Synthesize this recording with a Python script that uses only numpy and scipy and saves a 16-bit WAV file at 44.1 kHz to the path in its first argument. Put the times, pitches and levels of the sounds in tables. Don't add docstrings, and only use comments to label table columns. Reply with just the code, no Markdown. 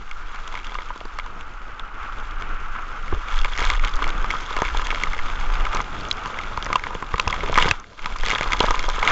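import sys
import numpy as np
from scipy import signal
from scipy.fft import rfft, irfft, next_fast_len
from scipy.io import wavfile
from scipy.ndimage import uniform_filter1d

SR = 44100
rng = np.random.default_rng(int(sys.argv[2]) if len(sys.argv) > 2 else 0)


def wav_out(sig):
    wavfile.write(sys.argv[1], SR, np.round(np.clip(np.atleast_2d(sig).T, -1, 1) * 32767).astype(np.int16))


N = 401751

# [f/Hz, level/dB, t60/s]
HOUSING_MODES = [(94, -6.5, 0.06), (172, -9, 0.049), (302, -9.5, 0.013), (469, 3.5, 0.024),
                 (590, -4, 0.019), (870, -6, 0.021), (1004, -2.5, 0.043), (1231, -2.5, 0.035),
                 (1566, 1, 0.0094), (2222, 3.5, 0.0061), (2800, -7.5, 0.017), (3275, -2.5, 0.012),
                 (3526, -4, 0.011), (5070, -14, 0.0087), (6390, -9.5, 0.011), (7200, -18.5, 0.015)]
# [f/Hz, relative level/dB]
JOLT_SPECTRUM = [(3, -33.5), (6, -2.5), (17, 4), (24, 2), (33, -8.5), (54, -18), (100, -41.5), (200, -58)]
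CHURN_SPECTRUM = [(50, 9.5), (90, 2.5), (200, -2.5), (450, -3.5), (750, -7), (1100, -51)]
RUSH_SPECTRUM = [(350, -57.5), (600, -27), (655, -19), (875, -7.5), (948, -13.5), (981, -10), (1050, -9.5),
                 (1150, -4.5), (1370, -3), (1470, -6), (1750, -16.5), (2030, -16), (3000, -21),
                 (3900, -41.5), (6600, -120)]
MIST_SPECTRUM = [(2500, -17.5), (3800, 1.5), (5000, -1.5), (6250, -4), (7400, -6.5), (8400, -44.5)]

# [t/s, level/dB]
JOLTING_LEVEL = [(0.0, -33.5), (0.15, -28), (1.85, -33.5), (2.6, -24), (2.95, -33), (3.14, -20.5),
                 (3.27, -25.5), (3.4, -12.5), (3.5, -24), (3.78, -14.5), (3.9, -19.5), (4.16, -16.5),
                 (4.41, -31), (4.77, -17.5), (4.92, -24.5), (5.4, -17.5), (5.74, -21), (5.85, -30.5),
                 (6.3, -32.5), (7.28, -32.5), (7.5, -20), (7.62, -17), (7.7, -29), (7.74, -33), (7.91, -51),
                 (8.02, -28.5), (8.27, -19), (8.36, -35), (8.45, -23), (8.9, -19), (9.11, -25)]
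# [t/s, rush level/dB, low churn level/dB, spray level/dB]
RIDE_LEVELS = [(0.0, -43, -49.5, -55), (0.35, -38, -49, -48.5), (0.8, -40.5, -48, -49.5),
               (1.17, -41, -48, -53.5), (1.68, -40, -45.5, -56), (1.76, -36, -46.5, -56.5),
               (1.93, -40, -46, -57), (2.04, -32, -45, -49.5), (2.15, -36.5, -45, -50.5),
               (2.5, -34, -42.5, -51.5), (2.69, -35.5, -45.5, -52.5), (2.76, -32, -44, -51),
               (2.84, -36.5, -45, -51), (3.2, -34, -41, -46), (3.497, -37, -48, -40),
               (4.1, -31, -35.5, -44.5), (4.45, -36, -42.5, -42), (4.9, -33, -39.5, -36.5),
               (5.1, -35.5, -40.5, -40.5), (5.65, -30.5, -38, -39.5), (5.85, -37.5, -38.5, -44.5),
               (6.34, -32.5, -36.5, -43.5), (6.9, -39, -40.5, -45), (7.1, -39.5, -40, -46.5),
               (7.48, -34.5, -32, -39), (7.72, -35, -35, -36), (7.735, -34, -47, -43),
               (7.76, -40, -46, -45), (7.8, -38.5, -42, -55), (7.851, -57, -47, -54),
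               (7.971, -54, -54, -56.5), (7.98, -41.5, -47, -48), (8.17, -38.5, -43, -42.5),
               (8.47, -32.5, -38, -35), (8.9, -39, -42.5, -37), (9.11, -26.5, -34, -31)]
# [t/s, upper over lower part level/dB]
RUSH_BALANCE = [(0, 5), (0.7, 2.5), (1.3, 2), (2.2, 4.5), (3.1, 6), (3.6, 1.5), (5, 2.5), (6.3, -2),
                (6.8, -3.5), (7.5, -3.5), (8, 0.5), (9.11, -2.5)]

# [start t/s, length/s, spray gain/dB]
SPLASH_SHEETS = [(0.518, 0.04, 4), (3.304, 0.12, 6), (3.577, 0.19, 9.5), (3.832, .06, 4),
                 (4.299, 0.12, 5.5), (4.486, 0.21, 6), (5.713, 0.11, 7), (6.718, 0.052, 5),
                 (7.168, 0.055, 3.5), (7.549, 0.13, 7.5), (8.039, .04, 5), (8.227, 0.13, 6.5),
                 (8.605, 0.067, 5.5), (8.683, 0.06, 2.5), (9.018, 0.17, 5.5)]
# [t/s, strength/dB, push length/ms, rebound t60/ms]
BUMPS = [(0.904, -27, 1.35, 9.1), (0.96, -28, 1.7, 13), (1.0528, -22.5, 2, 9.3), (3.1262, -17, 1.4, 35),
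         (3.131, -18, 6.7, 58), (3.134, -8, 8.6, 57), (4.0228, -33, 0.84, 7), (4.568, -12, 0.59, 6),
         (4.6192, -6, 0.31, 6.6), (4.6207, 1, 0.61, 5.6), (5.748, -13.5, 1.2, 14), (6.577, -18.5, 11, 61),
         (7.139, -11.5, 12, 51), (7.272, -9.5, 7.4, 36), (7.714, -13.5, 5.5, 37), (8.41, -8, 0.84, 7.8),
         (8.6058, -4, 1.16, 9), (8.6059, -11, 2.3, 14), (8.607, -15, 5.3, 20), (8.6297, -12, 0.6, 6),
         (8.6376, -9, 0.83, 7), (8.6423, -6, 0.85, 11), (8.884, -14, 0.82, 9)]
# [t/s, peak level/dB, pitch f/Hz, thud level/dB]
TIMED_SLOPS = [(0.344, -24.5, 990, -52.5), (0.5408, -24, 1010, -55.5), (0.7193, -21.5, 1030, -55),
               (0.7531, -16, 1190, -52), (0.7868, -17, 1220, -52), (0.9036, -17.5, 990, -47),
               (0.959, -31, 1010, -44), (1.01, -27, 676, -42), (1.0542, -21, 975, -37),
               (1.1877, -17, 1220, -62), (1.262, -24.5, 1060, -64), (2.752, -23, 1360, -57),
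               (3.1245, -18, 1180, -44), (3.127, -20.5, 790, -47), (3.146, -23, 450, -45),
               (3.171, -32, 430, -50), (3.4521, -17.5, 1010, -45), (3.5761, -27, 990, -50),
               (3.8384, -12.5, 1400, -51), (3.9889, -17.5, 1200, -52), (4.0222, -9, 1210, -43),
               (4.0676, -17, 1010, -49), (4.2436, -13, 1180, -39), (4.338, -14, 1020, -51),
               (4.5069, -20, 1010, -51), (4.5685, -14.5, 1270, -50), (4.601, -19, 1260, -52),
               (4.606, -18, 1200, -52), (4.6205, -9, 885, -35), (4.631, -14, 1050, -49),
               (4.7478, -16, 890, -49), (4.7947, -16, 1230, -56), (4.8227, -20.5, 1030, -49),
               (4.8689, -24, 1020, -51), (4.9267, -15, 1060, -48), (5.0349, -24, 1210, -53),
               (5.0704, -17, 1210, -37), (5.1359, -17, 1270, -47), (5.6661, -14, 1240, -50),
               (5.7351, -14, 1200, -41), (5.7605, -9, 1000, -38), (5.8027, -10.5, 1200, -34),
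               (6.2586, -16.5, 1170, -32.5), (6.5757, -15, 1010, -30), (6.6642, -13.5, 1030, -50),
               (6.7018, -15, 1060, -47), (6.7284, -10, 1260, -49), (6.7561, -1.5, 1035, -51),
               (6.8671, -18, 1000, -37), (6.9071, -20, 980, -45), (6.9302, -21, 980, -57),
               (6.95, -18, 960, -29), (7.0243, -14, 1100, -54), (7.1402, -10, 1120, -21.5),
               (7.1803, -16, 1010, -42), (7.196, -6, 1040, -37.5), (7.2745, -11, 1020, -29),
               (7.3021, -13.5, 1120, -44), (7.3383, -16.5, 1030, -47), (7.434, -17, 413, -49),
               (7.436, -16, 1040, -50), (7.479, -26, 800, -42), (7.496, -15.5, 630, -41),
               (7.5277, -11.5, 1340, -29), (7.5573, -12, 1210, -37), (7.576, -1, 1150, -41),
               (7.5845, -1.5, 1440, -38), (7.5985, -15, 1010, -42), (7.645, -14, 1100, -40),
               (7.6267, -11, 1410, -39.5), (7.6552, -17, 404, -19.5), (7.6771, -12, 960, -25),
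               (7.7125, -19, 840, -42), (8.058, -15, 1210, -38), (8.2347, -18.5, 1020, -32),
               (8.3549, -14, 1170, -46), (8.4102, -23, 940, -31), (8.4255, -24, 1290, -46),
               (8.4588, -15, 1140, -38), (8.5024, -17, 1030, -48), (8.5344, -13, 1200, -31),
               (8.5455, -14, 1140, -37), (8.289, -19.5, 1010, -46), (8.6065, -4.5, 980, -31),
               (8.63, -14, 1400, -37), (8.6377, -11, 1250, -38), (8.6435, -11, 1010, -47),
               (8.6839, -6.5, 1100, -49), (8.7064, -3.5, 1210, -50), (8.711, -24, 655, -43),
               (8.7428, -12.5, 1050, -46), (8.8844, -19, 1000, -39), (8.8895, -13, 1050, -45),
               (8.9049, -17, 1410, -46), (8.9831, -13, 1190, -46), (9.0281, -8.5, 1240, -45),
               (9.0407, -19, 880, -50), (9.102, -6.5, 1070, -29)]
# [t/s, peak level/dB, pitch f/Hz, crack level/dB]
TIMED_DROPS = [(0.1124, -20, 2200, -44), (0.346, -29, 2140, -49), (0.359, -26.5, 2100, -49),
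               (0.436, -34, 2200, -55), (0.4769, -28, 2900, -38), (0.541, -33, 3300, -49.5),
               (0.751, -26, 2800, -48), (0.806, -29, 1900, -55), (0.526, -29, 2090, -51),
               (0.5529, -19.5, 2170, -44), (0.5745, -24, 2200, -47), (0.5895, -31, 3300, -50),
               (0.599, -30, 2240, -53), (0.6451, -25, 2800, -47.5), (0.6682, -23, 3250, -44),
               (0.6947, -25.5, 2120, -55), (0.72, -27, 3300, -52), (0.7437, -28, 1900, -42),
               (0.7865, -23, 2070, -55), (0.8205, -31, 3240, -51), (0.8481, -45, 3300, -61),
               (0.8955, -32.5, 2830, -61), (0.9585, -37, 3400, -49), (0.977, -38, 3400, -47),
               (1.0046, -27.5, 2800, -48.5), (1.0533, -35, 4830, -48), (1.1868, -22.5, 2140, -38.5),
               (1.197, -19.5, 2160, -48), (1.262, -33, 2840, -50), (1.409, -29, 2800, -45),
               (1.7956, -24, 3580, -49), (2.03, -34, 2300, -55), (2.185, -29.5, 3400, -51),
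               (2.31, -30, 3300, -49.5), (3.08, -26, 2200, -51), (2.4218, -23, 2240, -50),
               (3.2851, -20.5, 2230, -56), (3.3134, -23.5, 2230, -47), (3.3222, -25, 3400, -44),
               (3.338, -38, 3300, -48), (3.359, -28, 3380, -39), (3.37, -23, 3400, -46),
               (3.3794, -28.5, 2800, -42), (3.3893, -17, 3390, -39), (3.401, -27, 3300, -48),
               (3.4146, -18, 2740, -37), (3.446, -10.5, 2210, -36), (3.4575, -18, 2110, -44),
               (3.4807, -34, 2130, -57), (3.521, -27, 2240, -46), (3.534, -20, 3300, -47),
               (3.553, -20, 2120, -48), (3.564, -28, 2200, -43), (3.576, -18, 1950, -33),
               (3.5853, -14, 2230, -42), (3.6041, -16.5, 2100, -31), (3.6254, -14, 2170, -35),
               (3.6398, -23, 2080, -47), (3.6511, -16, 2250, -29), (3.6721, -15, 3440, -45),
               (3.701, -9.5, 2140, -25.5), (3.7526, -23, 1900, -51), (3.7954, -19, 2160, -42),
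               (3.8372, -21, 1870, -43), (3.848, -12.5, 3270, -29), (3.874, -33, 6400, -49),
               (3.8817, -18, 2110, -39), (3.893, -26.5, 5000, -45), (3.9153, -35, 5400, -50),
               (3.9382, -25, 3500, -42), (3.9567, -29, 6330, -38), (3.965, -31, 5000, -37),
               (4.0217, -33, 1900, -40), (4.027, -18, 3350, -50), (4.0417, -12, 2240, -38),
               (4.059, -35, 5000, -45), (4.077, -19.5, 3460, -38), (4.0911, -21, 2150, -35),
               (4.103, -20, 3300, -47), (4.148, -45, 3400, -53), (4.2435, -30.5, 2400, -44),
               (4.261, -27, 3300, -46), (4.2825, -33, 3500, -50), (4.3044, -10, 2140, -37.5),
               (4.3108, -13, 2200, -36), (4.4077, -36, 4000, -38), (4.508, -31, 5390, -44),
               (4.5653, -18, 2170, -31), (4.5758, -21, 2750, -42), (4.601, -25, 3300, -41),
               (4.619, -17.5, 6300, -40), (4.6505, -15, 2210, -40), (4.655, -21, 2200, -48),
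               (4.6649, -21, 2170, -54), (4.6814, -18, 2110, -55), (4.7716, -17, 3400, -29.5),
               (4.8168, -27, 4000, -45), (4.8452, -34, 4870, -41), (4.8688, -14.5, 2180, -33),
               (4.9044, -10.5, 2180, -39), (4.9137, -14, 2200, -43), (4.947, -15.5, 2180, -37),
               (4.958, -21, 2160, -46), (5.0124, -18, 2110, -48), (5.0354, -9, 2120, -30.5),
               (5.1328, -17.5, 2140, -41), (5.1469, -22, 2140, -51), (5.1899, -13, 2110, -49),
               (5.2338, -35, 5300, -46), (5.2997, -24, 2200, -55), (5.541, -21.5, 4730, -39.5),
               (5.6521, -17, 2180, -37), (5.73, -19, 2110, -42), (5.748, -19, 6100, -31),
               (5.7698, -15.5, 2140, -38), (5.803, -19, 2070, -48), (5.815, -25, 6200, -45),
               (5.948, -55, 4850, -52), (5.99, -33, 6340, -46), (6.009, -27, 4490, -42),
               (6.051, -25.5, 3040, -50), (6.086, -26.5, 6100, -47), (6.104, -34.5, 6200, -46),
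               (6.1123, -2.5, 3910, -38), (6.1275, -24, 5040, -46), (6.1802, -26, 2170, -53),
               (6.192, -39, 3300, -45), (6.2585, -26, 2790, -41), (6.275, -33, 6200, -43),
               (6.3084, -36, 4820, -52), (6.3422, -25, 2190, -59), (6.388, -15.5, 2100, -40),
               (6.4355, -24, 2170, -46), (6.5739, -21.5, 2120, -38), (6.6253, -16.5, 3220, -36),
               (6.6456, -23, 5860, -38), (6.658, -27, 5000, -42), (6.664, -20, 1920, -42),
               (6.729, -12.5, 2210, -32.5), (6.7571, -7.5, 2790, -28), (6.7948, -23.5, 2120, -46),
               (6.8376, -15, 2140, -39), (6.8677, -22.5, 1880, -51), (6.9501, -23.5, 2800, -53),
               (7.024, -29, 1870, -45.5), (7.0447, -34, 3500, -51), (7.1403, -17.5, 1900, -41),
               (7.158, -20, 2200, -48), (7.181, -27, 2190, -34), (7.215, -30.5, 4600, -46),
               (7.224, -34, 5300, -48), (7.261, -26, 2000, -52), (7.1974, -7, 2630, -19),
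               (7.2774, -12.5, 2600, -27.5), (7.2999, -18, 3330, -43), (7.307, -25, 3300, -33),
               (7.3267, -12, 2130, -41), (7.3423, -19, 2150, -41), (7.383, -32, 3300, -50),
               (7.4063, -18.5, 2190, -50), (7.4323, -39, 3320, -49), (7.4872, -37, 3400, -46),
               (7.5216, -25, 3300, -36), (7.542, -13.5, 3250, -35), (7.5563, -9, 2160, -37),
               (7.5763, -10, 2070, -24), (7.5635, -15, 2150, -39), (7.5847, -2, 1970, -29),
               (7.5985, -16, 2150, -40), (7.6129, -11, 2200, -39), (7.6241, -2, 2820, -30),
               (7.6342, -19, 2040, -36), (7.6442, -13, 2050, -41), (7.6831, -11, 2100, -39),
               (7.6882, -11.5, 4930, -44), (7.7111, 1, 2560, -17.5), (7.799, -28, 6200, -56),
               (7.841, -30, 2070, -66), (7.978, -36, 3250, -56), (7.9921, -23, 2130, -48),
               (8.02, -34, 4450, -47), (8.026, -26, 2710, -52), (8.0438, -20, 2170, -56),
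               (8.0586, -15, 2200, -34), (8.1228, -26, 2220, -50), (8.165, -29, 2130, -44),
               (8.186, -25, 5000, -42), (8.2, -23.5, 2130, -45), (8.2096, -22, 3290, -40),
               (8.234, -17, 1830, -39), (8.247, -25, 3240, -40), (8.2618, -12.5, 2040, -28.5),
               (8.253, -17, 3400, -45), (8.272, -17, 3280, -44), (8.284, -12, 2300, -30),
               (8.296, -17, 2800, -33), (8.3027, -9, 2040, -28), (8.3122, -8.5, 2200, -30),
               (8.3208, -11, 2160, -37), (8.336, -27, 3300, -45), (8.35, -11.5, 3450, -42),
               (8.3585, -12, 2150, -45), (8.3837, -12.5, 2750, -37), (8.4099, -13, 2150, -31),
               (8.4304, -12.5, 2160, -34), (8.475, -26, 2090, -37), (8.5208, -9, 2150, -30),
               (8.5323, -2.5, 2130, -26), (8.5677, -26, 4540, -41), (8.5928, -23, 2090, -32),
               (8.6039, -3.5, 3120, -22), (8.629, -30, 3300, -37), (8.6555, -27, 6290, -47),
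               (8.664, -26, 3300, -40), (8.7074, -14, 1840, -24.5), (8.7403, -31, 5040, -41),
               (8.755, -18.5, 3240, -34), (8.7928, -13, 2150, -28), (8.8273, -27, 2150, -43),
               (8.8396, -16.5, 2230, -38), (8.889, -21, 5440, -30), (8.8988, -17, 3180, -32),
               (8.9918, -24, 3280, -42), (9.0282, -8.5, 2140, -41), (9.0752, -1, 2130, -48),
               (9.102, -17, 2120, -46)]

RUSH_SPLIT_HZ, RUSH_TOP_HZ = 1200, 1700
SPLASH_EDGE_S, SPLASH_RUSH_SHARE, SPLASH_CHURN_SHARE = 0.027, 0.56, 0.073
MIST_DB, MIST_FOLLOWS = -50.5, 0.67
LAPPING_OVER_DB, LAPPING_SPREAD_DB, LAPPING_THUD_DB = 6.5, 3, -31.5
LAPPING_LOW_HZ, LAPPING_HIGH_HZ = 990, 1260
PATTER_OVER_DB, PATTER_SPREAD_DB, PATTER_CRACK_DB = 7, 2, -23
PATTER_HZ, PATTER_HIGH_SHARE, PATTER_CROWDING = 2110, 0.32, 0.3
MIC_DRIVE, TOP_HZ = 1.25, 7750


def undb(db):
    return 10 ** (np.asarray(db) / 20)


def unit(x):
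    return x / np.sqrt(np.mean(x ** 2))


def coloured(spectrum):
    size = next_fast_len(N)
    hz, db = np.transpose(spectrum)
    bin_hz = np.arange(1, size // 2 + 2) * SR / size
    gain = undb(np.interp(np.log(bin_hz), np.log(hz), db, right=-120))
    noise = rfft(rng.standard_normal(size))
    return unit(irfft(noise * gain, size)[:N])


def walk(rate):
    hold = max(int(SR / rate), 1)
    steps = np.repeat(rng.standard_normal(N // hold + 1), hold)
    smooth = uniform_filter1d(uniform_filter1d(steps, hold), hold)
    return unit(smooth[:N])


def curves(table):
    s, *columns = np.transpose(table)
    return [undb(np.interp(np.arange(N) / SR, s, c)) for c in columns]


def taps(s, size):
    return np.bincount(np.clip((s * SR).astype(int), 0, N - 1), size, N)


def mode(x, hz, t60):
    pole = np.exp((2j * np.pi * hz - np.log(1000) / t60) / SR)
    return signal.lfilter([1], [1, -pole], x).imag


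def fade(x, t60):
    return signal.lfilter([1], [1, -np.exp(-np.log(1000) / t60 / SR)], x)


def housing(s, size, hz, reach_octaves, scatter_db, contact_s):
    chance = rng.random((len(s), len(HOUSING_MODES), 3))
    out = np.zeros(N)
    for (f, db, t60), (strength, sign, delay) in zip(HOUSING_MODES, chance.transpose(1, 2, 0)):
        near = np.exp(-.5 * (np.log2(f / hz) / reach_octaves) ** 2)
        gain = undb(db + scatter_db * (2 * strength - 2))
        weight = size * near * gain * np.sign(sign - .5)
        out += mode(taps(s + contact_s * delay, weight), f, t60)
    return out


def blips(s, size, hz, cycles):
    out, t = np.zeros(N), np.arange(SR // 12) / SR
    for start, a, f in zip((s * SR).astype(int), size, hz):
        envelope = np.exp(-f * t / cycles) * (1 - np.exp(-f * t / 0.57))
        ring = a * np.sin(2 * np.pi * f * t) * envelope
        out[start:start + len(t)] += ring[:N - start]
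    return out


def water_db():
    t = np.arange(N) / SR
    lift = sum(db * ((t > s) & (t < s + length)) for s, length, db in SPLASH_SHEETS)
    lift = uniform_filter1d(lift.astype(float), int(SPLASH_EDGE_S * SR))
    s, rush_db, churn_db, wet_db = np.transpose(RIDE_LEVELS)
    return (np.interp(t, s, rush_db) + SPLASH_RUSH_SHARE * lift,
            np.interp(t, s, churn_db) + SPLASH_CHURN_SHARE * lift,
            np.interp(t, s, wet_db) + lift)


def jolting():
    pump = coloured(JOLT_SPECTRUM)
    swing = np.sqrt(uniform_filter1d(pump ** 2, int(0.15 * SR)) + 0.18)
    return curves(JOLTING_LEVEL)[0] * undb(1.0 * walk(12.0)) * unit(pump / swing)


def churn(churn_db, surge):
    return undb(churn_db + 1.5 * surge + 1.7 * walk(40)) * coloured(CHURN_SPECTRUM)


def rush(rush_db, surge):
    level = undb(rush_db - 0.5 + 0.72 * surge + 0.87 * walk(60))
    whole = coloured(RUSH_SPECTRUM)
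    lower, lower_two = (signal.sosfiltfilt(signal.butter(4, hz, fs=SR, output="sos"), whole)
                        for hz in (RUSH_SPLIT_HZ, RUSH_TOP_HZ))
    tilt = np.sqrt(curves(RUSH_BALANCE)[0])
    low_band = undb(1.0 * walk(60)) * lower / tilt
    middle_band = undb(2.1 * walk(60)) * (lower_two - lower) * tilt
    high_band = undb(1.0 * walk(90)) * (whole - lower_two)
    return level * unit(low_band + middle_band + high_band)


def spray(count, tail_db, most_db):
    when, pitch, size = rng.random((count, 3)).T
    s = when * N / SR
    size = undb(np.minimum(-tail_db * np.log(1 - size), most_db))
    hz = 1050 * 2 ** (2.4 * pitch)
    ring = housing(s, size, hz, reach_octaves=0.91, scatter_db=8, contact_s=.0015)
    treble = signal.sosfilt(signal.butter(4, [1900, 3800], "bandpass", fs=SR, output="sos"), ring)
    return ring / treble.std(), unit(fade(taps(s, size), 0.039))


def mist(wet_db, surge, crackle):
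    mist_db = MIST_DB + MIST_FOLLOWS * (wet_db + 41)
    return undb(mist_db + 0.78 * surge) * (0.57 + 0.38 * crackle) * coloured(MIST_SPECTRUM)


def slaps():
    out = np.zeros(N)
    for s, strength_db, push_ms, ring_ms in BUMPS:
        out += mode(taps(np.array([s]), undb([strength_db])), 500 / push_ms, ring_ms / 1000)
    return out


def lapping(rush_db, count):
    when, size, pitch = rng.random((count, 3)).T
    peak_db = rush_db[(when * N).astype(int)] + LAPPING_OVER_DB - LAPPING_SPREAD_DB * np.log(1 - .95 * size)
    hz = LAPPING_LOW_HZ + (LAPPING_HIGH_HZ - LAPPING_LOW_HZ) * pitch
    return np.transpose([when * N / SR, peak_db, hz, peak_db + LAPPING_THUD_DB])


def slops(rush_db):
    s, peak_db, hz, thud_db = np.vstack([TIMED_SLOPS, lapping(rush_db, count=60)]).T
    deep = np.clip(np.log2(950 / hz), 0, 2)
    knock = housing(s, undb(peak_db - 1.9 * deep), hz, reach_octaves=0.66 + 2.2 * deep,
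                    scatter_db=4.0, contact_s=0.002045)
    thud = housing(s, undb(thud_db), 200.0, reach_octaves=0.94, scatter_db=-0.5, contact_s=0.0026)
    gulp = blips(s, undb(peak_db + 1.5 - 1.3 * deep), hz, cycles=2.24)
    return undb(-3.0) * knock + undb(9.0) * thud + gulp


def patter(wet_db, count):
    when, size, pitch, high = rng.random((count, 4)).T
    crowd = np.cumsum(undb(PATTER_CROWDING * wet_db))
    when = np.interp(when * crowd[-1], crowd, np.arange(N) / N)
    peak_db = wet_db[(when * N).astype(int)] + PATTER_OVER_DB - PATTER_SPREAD_DB * np.log(1 - .95 * size)
    hz = PATTER_HZ * np.where(high < PATTER_HIGH_SHARE, 1.5 + .35 * pitch, 0.73 + .16 * pitch)
    return np.transpose([when * N / SR, peak_db, hz, peak_db + PATTER_CRACK_DB])


def drops(wet_db):
    s, peak_db, hz, crack_db = np.vstack([TIMED_DROPS, patter(wet_db, count=340)]).T
    knock = housing(s, undb(peak_db), hz, reach_octaves=0.65, scatter_db=5.0, contact_s=0.001903)
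    ring = blips(s, undb(peak_db - 0.26), hz, cycles=4.46)
    cracks = taps(s, undb(crack_db))
    splat = fade(cracks, 0.01) - fade(cracks, 0.0011)
    return undb(-1.5) * knock + ring + undb(9.0) * splat * coloured(MIST_SPECTRUM)


def scene():
    rush_db, churn_db, wet_db = water_db()
    ring, crackle = spray(count=4500, tail_db=3.5, most_db=14.5)
    surge = walk(25)
    out = jolting()
    out += churn(churn_db, surge)
    out += rush(rush_db, surge)
    out += undb(wet_db - 2.0 + 0.89 * surge) * ring
    out += mist(wet_db, surge, crackle)
    out += drops(wet_db) + slops(rush_db) + slaps()
    return out[None]


def record(dry):
    rounded = np.tanh(MIC_DRIVE * dry) / MIC_DRIVE
    return signal.sosfilt(signal.ellip(8, .2, 45, TOP_HZ, fs=SR, output="sos"), rounded)


dry = scene()
out = record(dry)
wav_out(out)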